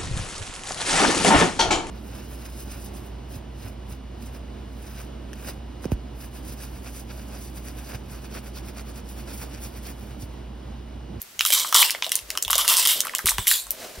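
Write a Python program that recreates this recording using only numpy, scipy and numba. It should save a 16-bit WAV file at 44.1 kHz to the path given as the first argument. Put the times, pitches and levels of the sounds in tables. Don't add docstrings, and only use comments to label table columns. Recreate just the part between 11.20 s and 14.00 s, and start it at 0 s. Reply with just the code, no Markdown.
import sys
import numpy as np
from scipy import signal
from scipy.fft import rfft, irfft
from scipy.io import wavfile
from scipy.ndimage import uniform_filter1d
from numba import njit

SR = 44100
rng = np.random.default_rng(int(sys.argv[2]) if len(sys.argv) > 2 else 0)


def linear_from_db(decibels):
    return 10 ** (np.asarray(decibels, float) / 20)


def transcribe(signal):
    frames = np.atleast_2d(signal).T
    limited = np.clip(frames, -1, 1)
    pcm = np.round(limited * 32767).astype(np.int16)
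    wavfile.write(sys.argv[1], SR, pcm)


N = 123480

# [pitch_hz, density_db]
AIR = [(18, -59), (30, -4.5), (1390, -4.5), (1540, -3), (2170, -3.5), (16000, -9)]
# [start_s, film_click_db, roll_ring_db]
GLUE_SNAPS = [(0.0159, -28, -41), (0.193, -10.5, -14), (0.2085, -7, -8.5), (0.2511, -1.5, -12),
              (0.2626, -1.5, -15.5), (0.304, -2.5, -16), (0.3281, 2, -20), (0.3977, -6.5, -33),
              (0.526, -7, -15.5), (0.56, -24, -15), (0.628, -21, -11), (0.7066, -5.5, -37),
              (0.8229, -22, -27.5), (0.8441, -20, -18), (0.865, -17, -22), (0.8937, -12.5, -29),
              (0.9188, -3, -15.5), (0.9548, -1, -43), (0.99, -18, -27),
              (1.1041, -11, -22.5), (1.1527, -24, -31), (1.1744, -8, -17), (1.2251, -4.5, -57),
                (1.2493, -32, -20.5), (1.28, -13, -20), (1.3004, -21, -19.5), (1.3307, 0.5, -11),
                (1.355, 2.5, -32), (1.3805, -1, -21), (1.479, 0, -16.5), (1.5383, 0, -14.5),
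                (1.546, -22, -45), (1.5748, -6, -24), (1.653, -2, -14.5), (1.673, 4, -18.5),
                (1.6797, -3, -17), (1.8052, -0.5, -31),
              (1.87, -14.5, -26.5), (1.895, -22.5, -39), (1.95, -2.5, -15.5), (1.9842, -12, -46),
              (2.0585, -1, -25), (2.0695, -2.5, -18.5), (2.0754, -3.5, -34), (2.097, -3.5, -24),
              (2.105, -15, -46), (2.1829, -10.5, -18.5), (2.2703, -26, -29), (2.3126, -2, -25),
              (2.507, -33, -35)]
SNAPS = GLUE_SNAPS
# [start_s, level_db, brightest_hz]
TICKS = [(.0179, -13.5, 14000), (0.26, -6, 12000), (0.2727, -8, 11000), (.3128, -18, 12000),
         (.324, -17, 12500), (0.3379, -1.5, 12000), (.389, -10, 6960), (0.545, 2, 6750), (0.5623, -9, 7500),
         (.5705, -6, 12000), (1.1032, -12, 6300), (1.2274, -8.5, 6950), (1.2495, -18, 10900),
         (1.3058, -3.5, 11600), (1.3135, -8, 11000), (1.4888, -4, 12100), (1.569, -2, 8200),
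         (1.8515, -15.5, 13000), (1.917, -35, 11000), (1.936, -37, 8200), (1.992, -16.5, 12100),
         (2.02, -27, 10500), (2.089, -15, 7800), (2.093, -4, 7800), (2.108, -7, 7800), (2.2703, -6.5, 9400),
         (2.2803, 1.5, 12800), (2.3235, -4, 12500), (2.468, -27, 8000), (2.5068, -3.5, 11900)]
# [start_s, level_db, pitch_hz]
PLUCKS = [(0.207, -14.5, 1300), (0.252, -18, 1230), (0.447, -18.5, 1190), (0.526, -11.5, 1170),
          (0.551, -9, 1170), (0.747, -26.5, 604), (0.823, -20.5, 950), (0.865, -26.5, 655),
          (1.152, -28.5, 1220), (1.175, -19.5, 1185), (1.28, -25.5, 1020), (1.301, -14.5, 1160),
          (1.33, -13, 1290), (1.446, -21, 1490), (1.855, -20, 1200), (1.938, -24.5, 1060),
          (2.183, -14.5, 990),
          (0.2084, -9.5, 2370), (0.627, -5.5, 2440), (0.697, -14.5, 2380), (0.7487, -16.5, 2100),
               (1.3299, -23, 1860), (1.9906, -20, 2030), (2.0874, -8.5, 1920), (2.2707, -14.5, 2050),
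               (2.3146, -11.5, 1940),
          (0.302, -28, 600), (1.356, -23, 593),
          (0.447, -20.5, 2740), (.789, -32, 1190), (.824, -8.5, 2940), (1.836, -27.5, 1350),
           (1.849, -24.5, 1980), (1.869, -20, 1170), (1.883, -21, 2750), (1.895, -21, 2030),
           (1.936, -22, 2030), (1.99, -19, 1280), (2.008, -31, 1610), (2.068, -16.5, 1250),
           (2.078, -10, 3770), (2.117, -20, 1100), (2.184, -19.5, 1880), (2.256, -30, 1960),
           (2.468, -34.5, 1080)]
# [pitch_hz, width_hz, level_db]
FILM = [(7210, 2100, 6), (9130, 1800, 4.5), (10860, 4160, 4), (14100, 7300, 1.5), (5060, 2030, 4)]
# [pitch_hz, width_hz, level_db]
SHORT_FILM = [(7500, 930, 11.5), (9320, 830, 9), (11400, 7500, 4), (15100, 2500, 2), (5450, 2600, -3)]
# [pitch_hz, width_hz, level_db]
ROLL = [(2246, 260, -0.5), (2986, 260, 4.5), (3360, 520, 6), (3820, 420, 4.5), (5890, 1430, -2.5)]
# [pitch_hz, width_hz, level_db]
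TUBE = [(604, 180, -6.5), (976, 150, 6.5), (1193, 280, 5), (1490, 820, -16)]
# [start_s, level_db, push_s, knock_db]
BUMPS = [
    (.028, -65, .005, 15),
    (0.149, -57, 0.0041, 3),
    (1.009, -45, 0.008, -24),
    (1.258, -33, 0.012, -12),
    (2.044, -29, 0.005, 3.5),
    (2.185, -23.5, 0.007, -5.5),
    (2.775, -28, 0.015, -9),
]
# [pitch_hz, level_db, t60_s]
TABLE = [(49.3, -5, 0.3), (91, 7.5, 0.059), (182.6, -6, 0.19)]
# [pitch_hz, level_db, t60_s]
KNOCK = [(193, 0, 0.033), (385, -6, 0.1)]
# [start_s, length_s, level_db]
DRAGS = [
    (0.163, 0.1, -58.5),
    (1.006, 0.19, -50),
    (1.28, 0.21, -50.5),
    (2.063, 0.222, -41.5),
    (2.3, 0.25, -52),
]
# [start_s, level_db]
HANDS = [(0.031, -77), (.1, -82), (.4, -48), (.98, -54.5), (1.03, -52), (1.12, -46.5), (1.24, -49),
         (1.75, -45), (2.45, -59), (2.601, -40.5), (2.8, -46.5)]
# [pitch_hz, density_db]
RUB = [(71, -17.5), (120, -18.5), (630, -4), (822, -14), (5410, -16.5), (16000, -24)]
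# [start_s, hold_s, level_db, t60_s, roll_and_tube_ring_db]
RIPS = [(0.202, 0.0043, -29, 0.41, 3), (0.263, 0.0047, -25.5, 0.93, -1.5), (0.32, 0.025, -21, 0.43, 7),
        (0.543, 0.022, -13, 0.027, 2.5), (0.567, 0.056, -16, 0.021, 5), (0.624, 0.02, -22, 0.34, 5.5),
        (0.833, 0.028, -36.5, 0.11, 7), (0.913, 0.067, -34.5, 0.15, 1), (1.303, 0.0056, -23, 0.12, 0.5),
        (1.332, 0.046, -33, 0.051, 10), (1.377, 0.015, -22.5, 0.54, 3), (1.483, 0.051, -19, 0.032, 2),
        (1.538, 0.022, -23.5, 0.017, 4.5), (1.562, 0.042, -17.5, 0.48, 0),
        (1.655, 0.008, -26.5, 0.013, 9.5), (1.687, 0.029, -21, 0.35, 1), (1.949, 0.025, -39, 0.37, 4),
        (2.054, 0.057, -24, 0.2, 1), (2.177, 0.0057, -32.5, 0.83, 0.5), (2.266, 0.061, -17.5, 0.012, -3),
        (2.33, 0.019, -20.5, 0.26, -1)]
# [start_s, pitch_hz]
SQUEEZE = [(.3, 3380), (.44, 3320), (.55, 3320), (.62, 3320), (.635, 2960), (.85, 3100), (1.4, 3220),
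           (1.55, 3130), (1.72, 3240), (2.06, 3460), (2.28, 3330), (2.33, 3920)]
# [start_s, level_db]
GRIP = [(.3, -4.5), (.58, 0.5), (.8, 0), (1.4, 4), (1.52, 6), (1.62, 0.5), (1.75, -1), (2.1, 3), (2.3, -9)]


def unit(x):
    return x / np.sqrt(np.mean(x ** 2))


def ring(x, hz, width):
    return signal.lfilter(*signal.iirpeak(hz, hz / width, SR), x)


def walk(rate):
    k = int(SR / rate)
    steps = np.repeat(rng.standard_normal(N // k + 1), k)
    return 1.56 * uniform_filter1d(uniform_filter1d(steps, k), k)[:N]


def coloured(points, channels=1):
    hz, db = np.array(points).T
    log_hz = np.log(np.arange(N // 2 + 1) * SR / N + 1)
    gain = linear_from_db(np.interp(log_hz, np.log(hz), db))
    return unit(irfft(rfft(rng.standard_normal((channels, N))) * gain, N))


def room_air():
    return coloured(AIR, channels=2) * linear_from_db(-48.5)


def burst(t):
    crack_s, tail_s, tail_db = 0.0005, 0.0081, -19
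    cracks = rng.standard_normal(len(t)) * linear_from_db(2 * rng.standard_normal(len(t)))
    return cracks * (np.exp(-t / crack_s) + linear_from_db(tail_db) * np.exp(-t / tail_s))


def snap_colour(x, body):
    y = 0
    for hz, width, db in body:
        level_shift, pitch_shift = rng.standard_normal(2)
        rung = ring(ring(x, hz, 3 * width), hz * (1 + pitch_shift / 20), width)
        y = y + linear_from_db(db + level_shift) * rung
    return y


def snaps():
    out, t = np.zeros(N + SR), np.arange(SR // 20) / SR

    def place(start, db, y):
        i = int(start * SR)
        out[i:i + len(t)] += linear_from_db(db) * y / np.abs(y).max()

    for start, film_db, roll_db in SNAPS:
        x = burst(t)
        place(start, film_db + 0.5, snap_colour(x, FILM))
        place(start, roll_db + 6, snap_colour(x, ROLL))
    plucks = PLUCKS
    for events, sharpness in ((plucks, 4), (TICKS, 2)):
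        for start, db, hz in events:
            place(start, db, ring(ring(burst(t), hz, hz / sharpness), hz, hz))
    return out[:N]


def wall_echo(x):
    lag = int(0.0092 * SR)
    delayed = np.concatenate([np.zeros(lag), x[:-lag]])
    return linear_from_db(-9) * ring(delayed, 15600, 14800)


def room(x):
    t60_s, gap_s, rise_s = 0.2, 0.003, 0.0011
    t = np.arange(int(0.4 * SR)) / SR
    tail = rng.standard_normal((2, len(t))) * linear_from_db(-60 * t / t60_s) * np.clip((t - gap_s) / rise_s, 0, 1)
    tail = signal.lfilter([1], [1, -0.3], tail)
    tail = tail / np.sqrt((tail ** 2).sum(1, keepdims=True))
    return signal.fftconvolve(x[None], tail, axes=1)[:, :N]


def struck(modes, t):
    return sum(linear_from_db(db) * np.sin(2 * np.pi * hz * t) * linear_from_db(-60 * t / t60) for hz, db, t60 in modes)


def bumps():
    out, t = np.zeros(N + SR), np.arange(SR // 2) / SR
    for start, db, push, knock_db in BUMPS:
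        soft = np.hanning(int(push * SR) + 3)
        thud = np.convolve(struck(TABLE, t), soft / soft.sum())[:len(t)]
        i = int(start * SR)
        out[i:i + len(t)] += linear_from_db(db) * (thud + linear_from_db(knock_db) * struck(KNOCK, t))
    return signal.lfilter(*signal.butter(2, 38, "high", fs=SR), out[:N])


def hands():
    start, db = np.array(HANDS).T
    effort = np.interp(np.arange(N) / SR, start, db) + 1
    grain = 2.0 * walk(27.88) + 1.53 * walk(200)
    return linear_from_db(effort + grain) * coloured(RUB)[0]


def drags():
    t, fade_s = np.arange(N) / SR, 0.021
    drag = sum(linear_from_db(db) * np.clip(np.minimum(t - start, start + length - t) / fade_s, 0, 1)
               for start, length, db in DRAGS)
    hz = 50 * (1 + 0.0365 * walk(13.04))
    hum = linear_from_db(2.9 * walk(23)) * np.sin(2 * np.pi * np.cumsum(hz) / SR)
    rumble = unit(ring(ring(rng.standard_normal(N), 60, 55), 53, 39))
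    return drag * (hum + linear_from_db(-14) * rumble)


@njit
def glide(x, hz, width):
    y, band, low = np.empty(len(x)), 0., 0.
    for i in range(len(x)):
        g, damping = np.tan(np.pi * hz[i] / SR), width / hz[i]
        v = (band + g * (x[i] - low)) / (1 + g * (g + damping))
        band, low, y[i] = 2 * v - band, low + 2 * g * v, damping * v
    return y


def sung(x, body, bend=1):
    out = 0
    for k, (centre, width, db) in enumerate(body):
        hz = centre * bend * (1 + 0.02 * walk(12))
        level = (-1) ** k * linear_from_db(db + 2 * walk(45.06))
        out = out + level * glide(glide(x, hz, 2. * width), hz, 1. * width)
    power = sum(linear_from_db(2 * db) * width for _, width, db in body)
    return out * np.sqrt(SR / power / 3)


def glue_clicks():
    clicks_per_s, stick_s, stick_share = 15000, 0.0035, 0.75
    clicks = (rng.random(N) < clicks_per_s / SR) * rng.standard_normal(N)
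    clicks = clicks * linear_from_db(1.0 * rng.exponential(size=N))
    for start, *_ in SNAPS:
        clicks[int((start - stick_s) * SR):int(start * SR)] *= 1 - stick_share
    return unit(clicks * linear_from_db(1.1 * walk(150)))


def rips():
    t, film, wood = np.arange(N) / SR, 0, 0
    for start, hold, db, t60, ring_db in RIPS:
        fall = linear_from_db(db - 60 * np.clip(t - start - hold, 0, None) / t60)
        shape = fall * np.clip((t - start) / 0.0022, 0, 1)
        film = film + shape
        wood = wood + shape * linear_from_db(ring_db)
    clicks = glue_clicks()
    short = t > 2.03
    broad = linear_from_db(-6.5) * ring(clicks * np.sign(rng.standard_normal(N)) * film, 8200, 14800)
    film_ring = sung(clicks * film * ~short, FILM) + sung(clicks * film * short, SHORT_FILM)
    bend = np.interp(t, *np.array(SQUEEZE).T) / 3350
    roll_ring = linear_from_db(-6) * sung(clicks * wood, ROLL, bend)
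    grip = linear_from_db(np.interp(t, *np.array(GRIP).T))
    tube_ring = linear_from_db(-17.5) * sung(clicks * wood * grip, TUBE)
    return broad + film_ring + roll_ring + tube_ring


def stereo_difference(near, air):
    skew = np.roll(near, 9) * linear_from_db(-27.5)
    skew = skew + linear_from_db(-16) * ring(np.roll(near, 28), 430, 190)
    skew = skew - linear_from_db(-20) * ring(near, 7000, 14000)
    skew = skew + linear_from_db(-23) * ring(np.roll(near, 31), 8600, 9000)
    side_air = signal.lfilter(*signal.butter(2, 246, "high", fs=SR), air) * linear_from_db(-2.5)
    side_rub = linear_from_db(-6.5) * ring(hands(), 330, 370)
    return skew + side_air + side_rub


def scene():
    air = room_air()
    high_pass = signal.butter(4, 476, "high", fs=SR, output="sos")
    snapping, ripping = signal.sosfilt(high_pass, [snaps(), rips()])
    near = snapping + ripping + wall_echo(snapping) + hands()
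    sides, balance_db = np.array([[1], [-1]]), 0.95
    direct = near * linear_from_db(sides * balance_db / 2) + sides * stereo_difference(near, air[1])
    return direct + linear_from_db(-13) * room(near) + bumps() + drags() + air[0]


def roll_off(x):
    return signal.sosfilt(signal.butter(12, 16810, fs=SR, output="sos"), x)


def record(dry):
    ceiling, knee = 0.95, 6
    x = ceiling * dry / (ceiling ** knee + np.abs(dry) ** knee) ** (1 / knee)
    low = signal.sosfiltfilt(signal.ellip(10, 0.1, 40, 15750, fs=SR, output="sos"), x)
    motion = np.abs(np.diff(x.sum(0), prepend=0))
    sharp = uniform_filter1d(motion, size=90) > 2.2 * uniform_filter1d(motion, size=1500)
    opening = np.clip(3 * uniform_filter1d(1. * sharp, size=260), 0, 1)
    mix = low + (x - low) * linear_from_db(-10) * opening
    return roll_off(mix)


dry = scene()
out = record(dry)
transcribe(out)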